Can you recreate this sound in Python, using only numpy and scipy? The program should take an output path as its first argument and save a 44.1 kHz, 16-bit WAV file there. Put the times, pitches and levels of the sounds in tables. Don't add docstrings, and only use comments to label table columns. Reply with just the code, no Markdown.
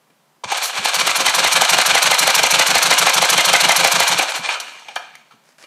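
import sys
import numpy as np
from scipy import signal
from scipy.fft import rfft, irfft, next_fast_len
from scipy.io import wavfile

SR = 44100
rng = np.random.default_rng(int(sys.argv[2]) if len(sys.argv) > 2 else 0)


def log_audio(samples):
    frames = np.atleast_2d(samples).T
    limited = np.clip(frames, -1, 1)
    pcm = np.round(limited * 32767).astype(np.int16)
    wavfile.write(sys.argv[1], SR, pcm)


def field_ratio(decibels):
    return 10 ** (np.asarray(decibels, dtype=float) / 20)


N = 249849


def rms_one(x):
    return x / np.sqrt(np.mean(x ** 2) + 1e-20)


def peak_one(x):
    return x / np.abs(x).max()


def in_time(rows, silent_db=-120):
    s, *columns = np.transpose(rows)
    t = np.arange(N) / SR
    return [np.interp(t, s, c, left=silent_db, right=silent_db) for c in columns]


def high_pass(x, hz):
    return signal.sosfilt(signal.butter(4, hz, "high", fs=SR, output="sos"), x)


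def band_pass(x, low, high):
    return signal.sosfilt(signal.butter(2, [low, high], "band", fs=SR, output="sos"), x)


def colour(x, points):
    size = next_fast_len(len(x) + 4096)
    size += size % 2
    hz, level_db = np.transpose(points)
    grid = np.arange(size // 2 + 1) * SR / size + 1
    log_gain = np.interp(np.log(grid), np.log(hz), level_db) * np.log(10) / 20
    cepstrum = irfft(log_gain, size)
    cepstrum[1:size // 2] *= 2
    cepstrum[size // 2 + 1:] = 0
    return irfft(rfft(x, size) * np.exp(rfft(cepstrum)), size)[:len(x)]


def ring(clicks, hz, t60):
    r, w = field_ratio(-60 / (abs(t60) * SR)), 2 * np.pi * hz / SR
    return signal.lfilter([0, np.sin(w)], [1, -2 * r * np.cos(w), r * r], clicks + 1e-18)


def resonate(x, hz, width):
    r, w = np.exp(-np.pi * abs(width) / SR), 2 * np.pi * hz / SR
    return signal.lfilter(np.array([1, 0, -1]) * (1 - r * r) / 2, [1, -2 * r * np.cos(w), r * r], x)


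def wander(rate):
    r = np.exp(-2 * np.pi * rate / SR)
    return rms_one(signal.lfilter([1], [1, -2 * r, r * r], rng.standard_normal(N)))


def grains(per_s, spread_db, noise_share):
    sizes = field_ratio(spread_db * np.minimum(rng.exponential(1, N), 4.0)) * rng.choice([-1, 1], N)
    hits = rms_one(sizes * (rng.random(N) < per_s / SR))
    return rms_one(hits + noise_share * rng.standard_normal(N))


def impulses(seconds, gains):
    out = np.zeros(N)
    out[np.clip((np.asarray(seconds) * SR).astype(int), 0, N - 1)] = gains
    return out


# f/Hz, level/dB per Hz
HUM = [(18, -57.5), (30, -33), (114, -20.5), (130, -4.5), (148, 3.5), (178, -3.5), (237, 0), (270, -6.5),
       (973, -3), (1370, -9.5), (15600, -22.5)]


def hum():
    return field_ratio(-60) * rms_one(colour(rng.standard_normal(N), HUM))


# t/s, peak level/dB, main f/Hz, brightness/dB, metal ring/dB
KNOCKS = [(0.101, -45.5, 287, 7, -2), (0.436, -16, 900, -5, -14), (0.446, -32, 164, -20, -20),
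          (0.786, -30, 200, -20, -18), (0.518, -7, 820, 7, -25), (4.388, -28, 236, 3, -17),
          (4.488, -3.5, 2450, 4, -2.5), (4.554, -16, 1340, -1, -9), (4.569, -18, 1360, -12, 5),
          (4.599, -18, 2970, 2, 3), (4.783, -33, 1920, -14, -15), (4.818, -35, 925, -15, -13),
          (4.883, -18, 824, -16, 3), (4.96, -6, 1700, 9, 7.5), (5.137, -37, 1335, -5, -10),
          (5.151, -26, 2240, -1, -5), (5.209, -43.5, 2370, 4, -7), (5.309, -35, 1355, 5, -3),
          (5.321, -36, 1330, 8, -9), (5.336, -43, 203, 2, -17), (5.584, -39, 1740, 15, -4.5),
          (5.637, -30, 520, 9, 1)]


def knocks():
    out, size, t60 = np.zeros(N), int(.25 * SR), 0.059
    t = np.arange(size) / SR
    for s, peak_db, hz, bright_db, metal_db in KNOCKS:
        crack = rng.standard_normal(size) * (1 - np.exp(-t / 0.00063)) * field_ratio(-60 * t / t60)
        modes = sum(field_ratio(db + rng.normal(0, 3.)) * ring(crack, f, 0.4 * d) for f, db, d in CASING)
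        bright = colour(crack, RATTLE) + 0.3 * colour(crack, HISS)
        main = peak_one(ring(crack, hz, t60 / 3))
        knock = main + field_ratio(metal_db) * peak_one(modes) + field_ratio(bright_db - 7.5) * peak_one(bright)
        knock = high_pass(knock, min(.6 * hz, 480))
        i = int(s * SR)
        out[i:i + size] += (field_ratio(peak_db - 2) * peak_one(knock))[:N - i]
    return out


# f/Hz, t60/s
ROOM = [(150, 0.29), (1000, 0.56), (4000, 0.25), (12000, 0.29)]


def workshop(x):
    t = np.arange(int(.7 * SR)) / SR
    edges = 60 * 2. ** np.arange(9)
    hz, t60 = np.transpose(ROOM)
    tail = 0
    for low, high in zip(edges, edges[1:]):
        band = band_pass(rng.standard_normal(len(t)), low, high)
        tail = tail + band * field_ratio(-60 * t / np.interp(np.log(low * 0.85), np.log(hz), t60))
    tail = tail * (1 - np.exp(-t / 0.0088))
    return signal.fftconvolve(x, field_ratio(-12) * tail / np.sqrt(np.sum(tail ** 2)))[:N]


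# t/s, crank position/cycles
LURCHES = [(.437, -.2), (.58, .17), (.612, .36), (.63, .45), (.705, .53), (.73, .59), (.765, .69),
           (.83, .87), (.95, 1.47), (4.085, 20.475), (4.125, 20.69), (4.225, 21.16), (4.305, 21.475),
           (4.37, 21.7), (4.45, 21.93), (4.53, 22.15), (4.59, 22.33), (4.7, 22.36)]


def crank():
    marks = [(row[0], k) for k, row in enumerate(POPS)] + LURCHES
    return np.transpose(sorted(marks))


# t/s, level/dB
EFFORT = [(.44, -17), (.47, -39), (.51, -26.5), (.53, -26), (.6, -20.5), (.66, -25.5), (.76, -29),
          (.82, -20.5), (.86, -19.5), (1.25, -18), (1.6, -16.5), (4.03, -16), (4.2, -20), (4.4, -28),
          (4.5, -27.5), (4.62, -37.5), (4.85, -48.5), (5.44, -68)]
FULL_EFFORT_DB = -16.5
# t/s, level/dB
JOLTS = [
    (4.887, -46),
    (4.966, -49),
]


def effort():
    t, fall_db_per_s = np.arange(N) / SR, 123
    shaking = sum((t > s) * field_ratio(level_db - fall_db_per_s * np.abs(t - s)) for s, level_db in JOLTS)
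    return 20 * np.log10(field_ratio(in_time(EFFORT)[0]) + shaking)


def swells(angle, rows, bed_db, rise, coasting):
    total = field_ratio(bed_db)
    for share, width, level_db, loss_db in rows:
        away = ((angle[::16] - share + .5) % 1 - .5) / width
        bell = np.exp(-.5 * (away * np.where(away < 0, 1 / rise, rise)) ** 2)
        total = total + field_ratio(level_db - loss_db * coasting[::16]) * bell
    return np.interp(np.arange(N) / 16, np.arange(len(total)), 20 * np.log10(total))


# f/Hz, level/dB per Hz
RATTLE = [(18, -55), (30, -45), (109, -45), (163, -18), (359, -18), (526, -5.5), (789, 1), (1650, 1),
          (1860, -5.5), (2360, 2), (2660, -2.5), (4190, -0.5), (4960, -8.5), (5860, -8), (9000, -12.5),
          (11700, -51.5), (19800, -120)]


def gear_rattle(gain):
    clatter = field_ratio(1.24 * wander(100)) * grains(per_s=3000, spread_db=4.0, noise_share=0.75)
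    return gain * rms_one(colour(clatter, RATTLE))


# f/Hz, level/dB, t60/s
CASING = [(544, -20.5, 0.13), (754, -5.5, 0.14), (1010, -9.5, 0.13), (1287, -14, 0.75), (1700, -8, 0.12),
          (2357, 0.5, 0.044), (2390, -3.5, .15), (2860, -2.5, 0.12), (3104, -4, 0.15), (3505, -14, 0.12),
          (4330, -17.5, 0.13), (4373, -10, 0.097), (5600, -17.5, 0.25), (6380, -11, 0.057)]


def casing_ringing(gain, slack_db):
    out = np.zeros(N)
    ringing_db = -1.5 - 0.3 * np.maximum(slack_db, -25)
    shakes = grains(per_s=900, spread_db=3.5, noise_share=0.11)
    for k, (hz, level_db, t60) in enumerate(CASING):
        own = np.roll(shakes, 7001 * k) * field_ratio(5.0 * np.minimum(wander(10.0), 1.6))
        damped_t60 = t60 * .2
        scale = np.std(ring(own[:N // 2], hz, damped_t60))
        out += ring(own * gain * field_ratio(ringing_db + 0.63 * level_db - 12), hz, damped_t60) / scale
    return out


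def rumble(angle, effort_db):
    low = signal.sosfilt(signal.butter(2, 70, fs=SR, output="sos"), rng.standard_normal(N))
    return field_ratio(effort_db - 41.5 + 1.8 * np.cos(2 * np.pi * (angle - .8))) * rms_one(low)


# f/Hz, level/dB per Hz
HISS = [(1760, -13), (3000, -12.5), (3350, -13.5), (4230, 1), (5000, -9.5), (5810, 0.5), (6860, -3.5),
        (11800, -9.5), (14300, -19), (15600, -28.5)]
# place/share of cycle, half width/share of cycle, level/dB, loss when coasting/dB
AIR_SWELLS = [(.16, 0.018, 5.5, 3.5), (0.463, .035, 9, 7.5), (.685, 0.038, 2, -3.5), (.975, 0.024, 7.5, 31)]


def valve_air(angle, coasting, depth):
    unengaged = np.arange(N) / SR < .517
    hiss_db = -22 + 1.28 * (in_time(EFFORT)[0] - FULL_EFFORT_DB) - 29 * unengaged
    patchy_db = 1.5
    air = rms_one(colour(grains(per_s=9000, spread_db=4.5, noise_share=0.9), HISS))
    air = air * field_ratio(patchy_db * wander(51))
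    top = high_pass(air, 6700) * field_ratio(patchy_db * wander(25))
    swell = depth * swells(angle, AIR_SWELLS, bed_db=-16, rise=.8, coasting=coasting)
    return field_ratio(hiss_db + swell) * (air + top * (field_ratio(.45 * swell - 1.5) - 1))


# place/share of cycle, half width/share of cycle, level/dB, loss when coasting/dB
RATTLE_SWELLS = [(.1, .05, -2.5, -5), (.2, 0.028, -4.3, -7), (0.428, 0.037, 0, 0), (0.531, 0.01, -2, 2),
                 (0.658, .04, 0.5, 0.5), (.735, 0.031, -0.5, 13.5), (0.932, 0.032, -3, -5),
                 (0.997, 0.019, 4, 20)]


def turning(angle):
    t, effort_db = np.arange(N) / SR, effort()
    slack_db = effort_db - FULL_EFFORT_DB
    coasting = np.clip((t - 4.2) / 0.087, 0, 1)
    depth = np.clip(1 - (t - 4.595) / 0.0185, 0, 1)
    swell = swells(angle, RATTLE_SWELLS, bed_db=-8.5, rise=1, coasting=coasting)
    gain = field_ratio(effort_db + depth * swell)
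    rattle = gear_rattle(gain) + casing_ringing(gain, slack_db)
    jets = valve_air(angle, coasting, depth)
    swing_db = 5 * np.cos(2 * np.pi * (angle - 0.82)) + .5 * slack_db
    body = band_pass(rattle, 225, 450) * field_ratio(1 + depth * swing_db)
    return high_pass(rattle + jets, 440) + body + rumble(angle, effort_db)


# t/s, pop level/dB, valve squeak level/dB
POPS = [(0.5246, -14.9, -40), (0.8575, -11.6, -40), (1.0769, -14.4, -16), (1.2682, -11.4, -11.5),
        (1.4492, -8.2, -12.5), (1.6222, -7.6, -17.5), (1.7894, -9.9, -16), (1.9558, -8.1, -11),
        (2.1187, -8.8, -10.5), (2.2789, -8.6, -14), (2.4401, -6.5, -15), (2.5993, -6.9, -11),
        (2.7577, -6.5, -13.5), (2.9141, -8.2, -9), (3.072, -6.5, -11), (3.2281, -6.2, -13),
        (3.3839, -7.9, -9.5), (3.5396, -5.7, -5.5), (3.6951, -6.3, -8), (3.8506, -6.4, -13),
        (4.0061, -7.0, -14), (4.1952, -11.8, -22), (4.4925, -19.7, -40), (4.9641, -15.8, -40)]
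# place/share of cycle, f/Hz, level under the pop/dB, t60/s, softness/ms
CONTACTS = [(.058, 760, -9, .015, .4), (.2, 960, -11, .02, .3), (.385, 900, -14, .02, .3),
            (.51, 1050, -7, .012, .3), (.745, 820, -9, .015, .3), (.97, 540, -19, .12, .6),
            (.6, 540, -26, .25, .6), (.535, 176, -22, .13, 3.5), (.795, 172, -21, .08, 3.5),
            (.7, 200, -27, .07, 3.0), (.99, 210, -25, .05, 2.5)]


def port(seconds, cycles):
    at, level_db, _ = np.transpose(POPS)
    pop_hz, pop_t60_s = 770, .0075
    pop_db = level_db + 2.3
    t, swell = np.arange(600) / SR, pop_t60_s / np.log(1000)
    pop = -t / swell * np.exp(1 - t / swell) * np.sin(2 * np.pi * pop_hz * t)
    out = signal.fftconvolve(impulses(at - 1.25 / pop_hz, field_ratio(pop_db)), high_pass(pop, 200))[:N]
    chance_db = rng.normal(0, 1.0, (len(at), len(CONTACTS)))
    for k, (share, hz, under_db, t60, soft_ms) in enumerate(CONTACTS):
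        when = np.interp(np.arange(1, 21) + share, cycles, seconds)
        soft = np.hanning(int(soft_ms * SR / 1000) + 3)
        clicks = impulses(when, field_ratio(pop_db + under_db + chance_db[:, k])[1:21])
        clicks = np.convolve(clicks, soft / soft.sum())[:N]
        out += high_pass(ring(clicks, hz, t60), .62 * hz)
    return out


def squeaks(seconds, cycles):
    out, t = np.zeros(N), np.arange(-600, 900) / SR
    half_s, fall_per_s = 0.0058, 5.2
    for k, (_, _, power_db) in enumerate(POPS):
        s = np.interp(k + .108, cycles, seconds)
        hz = 2035 * (1 + 0.016 * rng.standard_normal())
        shape = np.exp(-.5 * (t / np.where(t < 0, 1.7 * half_s, 0.81 * half_s)) ** 2)
        phase = 2 * np.pi * (hz * (t - .5 * fall_per_s * t * t) + rng.random())
        flutter = 1 + 0.72 * rms_one(resonate(rng.standard_normal(len(t)), 300, 300))
        i = int(s * SR) - 600
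        out[i:i + len(t)] += field_ratio(power_db - 3.5) * shape * flutter * np.sin(phase)
    return out


# t/s, peak level/dB, t60/s
TICKS = [
    (4.601, -14.5, 0.044),
    (4.797, -36, 0.017),
    (4.957, -21, 0.035),
    (5.154, -28, 0.015),
]


def ticks():
    t = np.arange(N) / SR
    gain = sum((t > s) * field_ratio(peak_db - 60 * np.abs(t - s) / t60) for s, peak_db, t60 in TICKS)
    duller = HISS + np.array([0, -1]) * np.arange(len(HISS))[:, None]
    puff = high_pass(colour(rng.standard_normal(N), duller), 3500)
    return gain * rms_one(puff) / 2


# f/Hz, level/dB per Hz
SOLE = [(120, -36), (200, -21.5), (560, -7.5), (761, -8), (1090, -9.5), (1310, -7), (1690, -5.5),
        (4010, -14), (5070, -10), (10600, -20), (15000, -34.5)]
# loudest at t/s, build-up/s, fade/s, level/dB
DRAGS = [
    (5.486, .05, .066, -54),
    (5.638, .056, .018, -44),
]


def shuffle():
    gain, swell_db = 0, 8
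    for s, rise, fade, db in DRAGS:
        curve = [(s - rise, db - swell_db), (s, db), (s + 2 * fade, db - 2 * swell_db)]
        gain = gain + field_ratio(in_time(curve)[0])
    return gain * rms_one(colour(grains(per_s=1400, spread_db=4.0, noise_share=.7), SOLE))


def scene():
    seconds, cycles = crank()
    angle = np.interp(np.arange(N) / SR, seconds, cycles)
    near = knocks() + turning(angle) + port(seconds, cycles) + squeaks(seconds, cycles) + ticks()
    return (hum() + near + workshop(near) + shuffle())[None]


def top_cut(x):
    return signal.sosfilt(signal.butter(12, 15730, fs=SR, output="sos"), x)


def record(dry):
    x = high_pass(1.4 * np.tanh(dry / 1.4), 20)
    x = np.clip(x, -.96, .96)
    x = signal.sosfilt(signal.cheby2(10, 50, 16500, fs=SR, output="sos"), x)
    mix = x * (np.arange(N) < 5.665 * SR)
    return top_cut(mix)


dry = scene()
out = record(dry)
log_audio(out)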